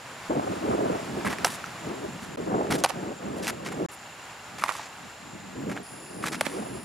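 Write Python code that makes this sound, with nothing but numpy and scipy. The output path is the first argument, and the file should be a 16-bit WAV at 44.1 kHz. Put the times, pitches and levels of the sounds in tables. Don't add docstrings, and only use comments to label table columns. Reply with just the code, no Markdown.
import sys
import numpy as np
from scipy import signal
from scipy.fft import rfft, irfft, next_fast_len
from scipy.io import wavfile
from scipy.ndimage import uniform_filter1d

SR = 44100
rng = np.random.default_rng(int(sys.argv[2]) if len(sys.argv) > 2 else 0)


def volts(x):
    e = np.asarray(x, float) / 20
    return 10 ** e


def output_pcm(signal):
    pcm = np.clip(np.atleast_2d(signal).T, -1, 1) * 32767
    wavfile.write(sys.argv[1], SR, np.round(pcm).astype(np.int16))


N = 301718
SIDES = np.array([[1], [-1]])

# start in seconds, end in seconds, level left in dB.
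DROPOUTS = [
    (.2912, .2932, -12),
    (2.3602, 2.3722, -30),
    (3.8622, 3.8862, -95),
]
# start in seconds, slap in dB, pocket ring in dB, pocket ring in Hz, ring T60 in ms.
CATCH_BLOWS = [(1.4461, -8, -15, 1600, 45), (1.4481, -38, -7.5, 5860, 10), (1.448, -10, -10, 1017, 26),
               (1.4524, -18, -9, 797, 24), (2.8379, -8.5, -5.5, 6630, 9), (2.8395, -23, -4, 760, 8.9),
               (2.8433, -9.5, -9, 1140, 11), (2.8469, -9.5, -6, 813, 29), (2.8594, -15.5, -17, 910, 28),
               (4.622, -37, -18, 1320, 23), (4.6379, -14.5, 1, 1170, 7.5), (4.643, -34, -20, 1090, 27),
               (4.6614, -30, -17, 970, 15), (6.4097, -9.5, -6.5, 740, 8.3),
               (6.4107, -15.5, -10.5, 1650, 7.3), (6.4146, -28, -10, 705, 5.8), (6.434, -40, -35, 990, 23)]
# catch start in seconds, delay in ms, level in dB.
FENCE_ECHOES = [
    (2.837, 58, -14),
    (4.636, 54, -6),
    (6.407, 56.5, -11.5),
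]


def evened(x):
    return x / np.sqrt(np.mean(x ** 2) + 1e-20)


def read(points, hz):
    f, value = np.transpose(points)
    return np.interp(np.log(hz + 1), np.log(f + 1), value)


def coloured(x, points, same=None):
    size = next_fast_len(x.shape[-1])
    hz, z = np.fft.rfftfreq(size, 1 / SR), rfft(x, size)
    if same:
        c = np.clip(read(same, hz), 0, 1)
        z = np.array([z[0], c * z[0] + np.sqrt(1 - c ** 2) * z[1]])
    return evened(irfft(z * volts(read(points, hz)), size)[..., :x.shape[-1]])


def lumps(per_s, channels=1):
    coarse = rng.standard_normal((channels, N // 32 + 2))
    hz = np.fft.rfftfreq(coarse.shape[1], 32 / SR)
    smooth = irfft(rfft(coarse) * np.exp(-(hz / per_s) ** 2), coarse.shape[1])
    return evened(np.repeat(smooth, 32, axis=1)[:, :N])


def band(x, hz, width):
    b, a = signal.iirpeak(hz, hz / width, SR)
    return signal.lfilter(b, a, signal.lfilter(b, a, x))


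def stroke(start, length, rise, fall):
    t = np.arange(round(length * SR)) / SR
    at = round(start * SR) + np.arange(len(t))
    gain = np.clip(np.minimum(t / rise, (length - t) / fall), 0, 1)
    return at[at < N], gain[at < N]


def field():
    # time in seconds, level in dB.
    scene_db = [(0.0, -47.5), (1.41, -43.5), (2.5, -49), (2.8, -47.5), (3.14, -49.5), (4.86, -48.5),
                (5.01, -49.5), (6.1, -52.5), (6.29, -51.5), (6.42, -49), (6.65, -48.5), (6.84, -51)]
    # frequency in Hz, density in dB per Hz.
    wash_spectrum = [(25, -26), (60, -5.5), (120, 1.5), (220, -2), (420, -3.5), (800, 3.5), (1500, 1.5),
                     (2500, -3.5), (4000, -9), (6300, -12.5), (8500, -17), (10300, -17.5), (13000, -26.5),
                     (16000, -30.5)]
    # frequency in Hz, left-right likeness from 0 to 1.
    wash_likeness = [(60, 0.91), (150, 0.95), (380, 1), (950, 0.88), (2380, 0.64), (5980, 0.66),
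                     (11000, 0.89)]
    return_db, return_s = 3, 0.074
    wash = coloured(rng.standard_normal((2, N)), wash_spectrum, wash_likeness)
    t = np.arange(N) / SR
    catch_starts = [CATCH_BLOWS[0][0]] + [row[0] for row in FENCE_ECHOES]
    tree_return = sum((t > s) * np.exp(-abs(t - s) / return_s) for s in catch_starts)
    level_db = np.interp(t, *np.transpose(scene_db)) + 5.0
    return volts(level_db + return_db * tree_return + 0.53 * lumps(7.5)) * wash


def wind():
    # start in seconds, length in seconds, rumble in dB, sharpness in dB.
    gusts = [(0.264, .21, -36.5, 7), (0.457, 0.19, -37, 2), (0.627, 0.18, -33.5, 6.5),
             (0.782, 0.24, -36, 7.5), (1.02, 0.15, -36, -5), (1.113, 0.25, -35.5, -2),
             (1.382, 0.1, -35, -3), (1.465, 0.37, -49.5, -9), (1.827, 0.17, -37, 0),
             (2.015, 0.072, -30.5, -2.5), (2.094, 0.39, -40, -17), (2.373, 0.08, -38, 4.5),
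             (2.453, 0.21, -34.5, 8), (2.654, 0.19, -33, 2.5), (2.925, 0.23, -38.5, 2), (3.2, 0.27, -38, 1),
             (3.394, 0.22, -38.5, -2.5), (3.593, 0.31, -39, -3), (3.774, 0.2, -42.5, 7),
             (4.507, 0.204, -46.5, -15), (4.968, 0.13, -47.5, -25), (5.212, 0.35, -46.5, -16),
             (5.539, 0.19, -36, -9), (5.662, 0.17, -41, 0), (5.89, 0.17, -48, -1.5),
             (6.067, 0.11, -48.5, 4), (6.15, 0.17, -38.5, -1.5), (6.29, 0.15, -40.5, -7),
             (6.45, 0.12, -45, 2), (6.53, 0.12, -37.5, 3), (6.63, 0.21, -39.5, -3.5)]
    # frequency in Hz, density in dB per Hz.
    eddy_spectra = [
        [(25, -44), (60, -14.5), (120, -5), (200, 2), (290, -5), (600, -15.5), (2000, -88)],
        [(60, -31), (170, -17.5), (280, -1), (420, -3), (620, -12), (1500, -35), (4000, -64)],
        [(200, -30), (420, -11), (600, 5.5), (900, -2), (1500, -14), (3000, -39), (8000, -80)],
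    ]
    # depth in dB, rate per second.
    eddy_lumps = [
        (2.4, 16),
        (3., 35),
        (3.8, 74),
    ]
    # frequency in Hz, left-right likeness from 0 to 1.
    port_likeness = [(60, .93), (150, .97), (300, .985), (500, .96), (800, .85), (1300, .6)]
    swell_s, die_s, breeze_db = 0.085, 0.14, -66.5
    roar_db, roar_share = -4, 1.16
    lag_ms, lag_swing_ms = .47, .08

    shared_db = 0.45 * lumps(39)
    force = np.full((3, N), volts(breeze_db))
    for start, length, db, sharp_db in gusts:
        at, gain = stroke(start - swell_s / 2, length + (swell_s + die_s) / 2, swell_s, die_s)
        size_db = np.array([[0], [sharp_db], [roar_db + roar_share * sharp_db]])
        force[:, at] += gain ** 2 * volts(db + size_db)
    force[:, :round(DROPOUTS[0][0] * SR)] = volts(breeze_db)
    calm_start = round(DROPOUTS[2][0] * SR)
    calm_end = round(DROPOUTS[2][1] * SR + 2 * die_s * SR)
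    force[:, calm_start:calm_end] = volts(breeze_db)

    out = 0
    for spectrum, (lump_db, per_s), gain in zip(eddy_spectra, eddy_lumps, force):
        eddies = rng.standard_normal((2, N)) * volts(lump_db * lumps(per_s) + shared_db)
        out = out + gain * coloured(eddies, spectrum, port_likeness)
    drift = uniform_filter1d(lumps(8.0)[0], size=64)
    t = np.arange(N) / SR
    half_lag_s = (lag_ms + lag_swing_ms * drift) / 2000
    ports = np.array([np.interp(t + half_lag_s, t, out[0]), np.interp(t - half_lag_s, t, out[1])])
    return volts(SIDES * 0.36 * lumps(5.3)) * ports


def insects():
    # frequency in Hz, width in Hz, level in dB, clicks per second.
    choruses = [
        (7163, 430, -55.5, 2100),
        (9900, 950, -51.5, 11000),
        (5000, 1100, -60.5, 2900),
        (9100, 87, -65, 710),
        (4080, 340, -68, 850),
        (13500, 1800, -71, 6000),
    ]
    # start in seconds, end in seconds.
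    song_times = [
        (0, 7),
        (5.829, 7),
        (5.829, 7),
        (.38, .8),
        (3.89, 5.829),
        (5.6, 7),
    ]
    t, out = np.arange(N) / SR, np.zeros((2, N))
    for (start, end), (hz, width_hz, db, per_s) in zip(song_times, choruses):
        clicks = rng.standard_normal((2, N)) * (rng.random((2, N)) < per_s / SR)
        clicks = clicks[0] + 0.34 * clicks[1] * SIDES
        singing = (t > start) & (t < end)
        out += volts(db + 1.4 * lumps(14)) * evened(band(clicks, hz, width_hz)) * singing
    return out


def camera():
    frame_rate_hz, first_tick_s = 29.97, .0235
    tick_s = first_tick_s + np.arange(int(N / SR * frame_rate_hz)) / frame_rate_hz
    at = (tick_s * SR).astype(int)
    ticks = np.zeros(N)
    ticks[at] = volts(2.2 * rng.standard_normal(len(at)))
    return volts(-61) * evened(band(ticks, 2740, 170))


def scuffs():
    # start in seconds, length in seconds, grit in dB, scrape over grit in dB, dust
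    # over grit in dB.
    scuff_strokes = [(1.246, 0.046, -47, 17, 3.5), (1.294, 0.056, -45, 9, -2.5), (1.454, .02, -37, 0, 6),
                     (2.215, .045, -53, 3, 0), (2.702, 0.036, -37, 6, -2), (2.732, 0.04, -37.5, 2.5, -1),
                     (2.778, 0.037, -45, -12, -3), (2.883, 0.028, -44, 1, 3), (3.362, 0.048, -57, -5, 2),
                     (3.422, 0.062, -41, -2.5, -5.5), (3.473, 0.04, -38.5, 6, -1),
                     (3.645, 0.053, -45, 5, -7), (3.716, 0.022, -50.5, 12, 1), (3.912, 0.05, -60, -6, 11),
                     (4.581, 0.031, -46, 8, -5), (4.608, 0.075, -51, 10, 1), (4.677, 0.038, -46, 11, 1),
                     (6.223, 0.042, -46, 7.5, -1), (6.256, 0.043, -39, 6, -2.5), (6.316, 0.05, -40.5, 5, -5),
                     (6.447, 0.029, -45.5, 5, 3),
                     (1.472, 0.026, -45, 0, 5),
        (1.496, 0.075, -44.5, -14, 0.5),
        (4.715, 0.074, -46, 1, -3.5),
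        (4.78, 0.103, -48, 2.5, -15),
        (5.69, 0.052, -52, 11, -2.5),
        (5.751, 0.045, -55, 12, -9),
        (6.472, .14, -50.5, 4, -2),
    ]
    # frequency in Hz, density in dB per Hz.
    grit_spectrum = [(900, -18), (2000, -10.5), (3300, -3.5), (6000, -4.5), (8000, -11.5), (11000, -50)]
    dust_spectrum = [(4500, -52), (7000, -5), (8500, 2), (10600, 5), (13500, -7), (16000, -19)]
    scrape_spectrum = [(350, -7.5), (800, 3), (1400, 5), (2200, 3.5), (3500, -18), (6000, -70)]
    bite_s, lift_s, drag_db_per_s = 0.0069, 0.013, -42

    grain_db = 5.0 * np.minimum(rng.exponential(1, N), 4) + 1.7 * lumps(190)
    grains = rng.standard_normal((2, N)) * volts(grain_db)
    grains = grains[0] + 0.088 * grains[1] * SIDES
    grit = coloured(grains, grit_spectrum)
    dust = coloured(grains, dust_spectrum)
    scrape = coloured(grains * volts(2.2 * lumps(70)), scrape_spectrum)
    force = np.zeros((3, N))
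    for start, length, grit_db, scrape_db, dust_db in scuff_strokes:
        at, gain = stroke(start, length, bite_s, lift_s)
        layer_db = np.array([[1.5], [-0.5 + dust_db], [scrape_db]])
        force[:, at] += gain * volts(grit_db + drag_db_per_s * (at / SR - start) + layer_db)
    return force[0] * grit + force[1] * dust + force[2] * scrape


def fence(blows):
    catch_s = 0.03
    out = blows.copy()
    dull = signal.lfilter(*signal.butter(1, 3500, fs=SR), blows[0])
    for s, delay_ms, db in FENCE_ECHOES:
        at, gain = stroke(s, catch_s, .001, 0.0044)
        out[:, at + round(delay_ms * SR / 1000)] += volts(db) * gain * dull[at]
    return out


def glove():
    # frequency in Hz, density in dB per Hz.
    leather_spectrum = [(500, 11), (1200, 3.5), (1900, -1.5), (2650, 0.5), (3400, -3.5), (4400, -2),
                        (5200, -3.5), (5900, -4), (6800, -10.5), (8300, -9), (9700, -5.5), (11000, -10.5),
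                        (13000, -19), (16000, -30)]
    # start in seconds, slap in dB, ring in dB, ring in Hz.
    small_knocks = [(1.2653, -28, -11, 1190), (1.2702, -32, -13, 1750), (1.2768, -38, -18, 1670),
                    (1.3851, -23, -21, 1870), (1.4697, -16, -25, 1400), (1.504, -43, -21.5, 880),
                    (1.661, -40, -20, 6000), (1.6412, -33, -14.5, 1440), (2.67, -36, -15, 450),
                    (2.7197, -27, -16, 860), (2.742, -24, -19, 1410), (3.47, -16, -12, 2700),
                    (3.663, -22, -28, 716), (3.7195, -32, -23, 866), (4.6847, -29, -32, 1740),
                    (4.711, -31, -21, 1150), (4.7523, -37, -19.5, 1130), (4.7948, -37, -18.5, 960),
                    (4.862, -32, -45, 4000), (5.7157, -32, -28, 638), (5.7642, -33, -23, 825),
                    (5.775, -44, -16.5, 1650), (6.2395, -40, -10, 1280), (6.4657, -24, -16, 2230),
                    (6.467, -46, -16, 262), (6.476, -37, -30, 2000)]
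    catch_slap_ms, slap_growth, knock_slap_ms = 2.1, .25, 1.
    knock_cycles, knock_t60_ms = 15, 17

    tail = 4096
    t, out = np.arange(tail) / SR, np.zeros((2, N + tail))
    blows = [(*row, catch_slap_ms * volts(slap_growth * (row[1] + 23.5))) for row in CATCH_BLOWS]
    for row in small_knocks:
        blows.append((*row, min(knock_t60_ms, 1000 * knock_cycles / row[3]), knock_slap_ms))
    chance = rng.standard_normal((len(blows), 3, tail))
    for (s, slap_db, ring_db, hz, t60_ms, slap_ms), (a, b, c) in zip(blows, chance):
        slap_rise = np.minimum(t / 0.000068, 1)
        slap_shape = np.exp(-(t / (slap_ms / 1000 + 1e-4)) ** 1.43) + 0.09 * np.exp(-t / 0.0068)
        crackle = coloured(a + 0.074 * b * SIDES, leather_spectrum)
        slap = volts(slap_db - 4.0) * slap_rise * slap_shape * crackle

        wobble = 0.078 * np.cumsum(uniform_filter1d(c, 20)) / 20
        turns = hz * t * (1 - 11.2 * t) + wobble
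        modes = -np.sin(2 * np.pi * turns) - 0.25 * np.sin(2 * np.pi * 1.9 * turns)
        ring_decay = volts(ring_db - 3.5 - 60000 * t / max(t60_ms, 3))
        ring = ring_decay * np.minimum(t / 0.00034, 1) * modes

        low_cut = signal.butter(3, .7 * min(hz, 850), "high", fs=SR)
        at = round(s * SR)
        out[:, at:at + tail] += signal.lfilter(*low_cut, slap + ring)
    return fence(out[:, :N])


def scene():
    # start in seconds, end in seconds.
    aside_times = [
        (2.888, 2.912),
        (4.672, 4.725),
        (6.452, 6.478),
    ]
    low_cut = signal.butter(2, 140, "high", fs=SR, output="sos")
    player = signal.sosfilt(low_cut, scuffs() + glove())
    t = np.arange(N) / SR
    aside = uniform_filter1d(sum((t > a) & (t < b) for a, b in aside_times) * 1., size=200)
    left = np.interp(t - .00003 * aside, t, player[0]) * volts(-.3 - 2.2 * aside)
    right = player[1] * volts(0.44 + 5.3 * aside)
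    player = np.array([left, right])
    return field() * volts([[-.2], [.2]]) + wind() + insects() + player + camera()


def top_cut(x):
    return signal.sosfilt(signal.butter(12, 16680, fs=SR, output="sos"), x)


def record(dry):
    t, gain = np.arange(N) / SR, np.ones(N)
    for start, end, db in DROPOUTS:
        gain[(t > start) & (t < end)] = volts(db)
    low_pass = signal.firwin(401, 15800, window=("kaiser", 7), fs=SR)
    limited = signal.oaconvolve(dry, low_pass[None], "same")
    return top_cut(limited * uniform_filter1d(gain, size=12))


dry = scene()
out = record(dry)
output_pcm(out)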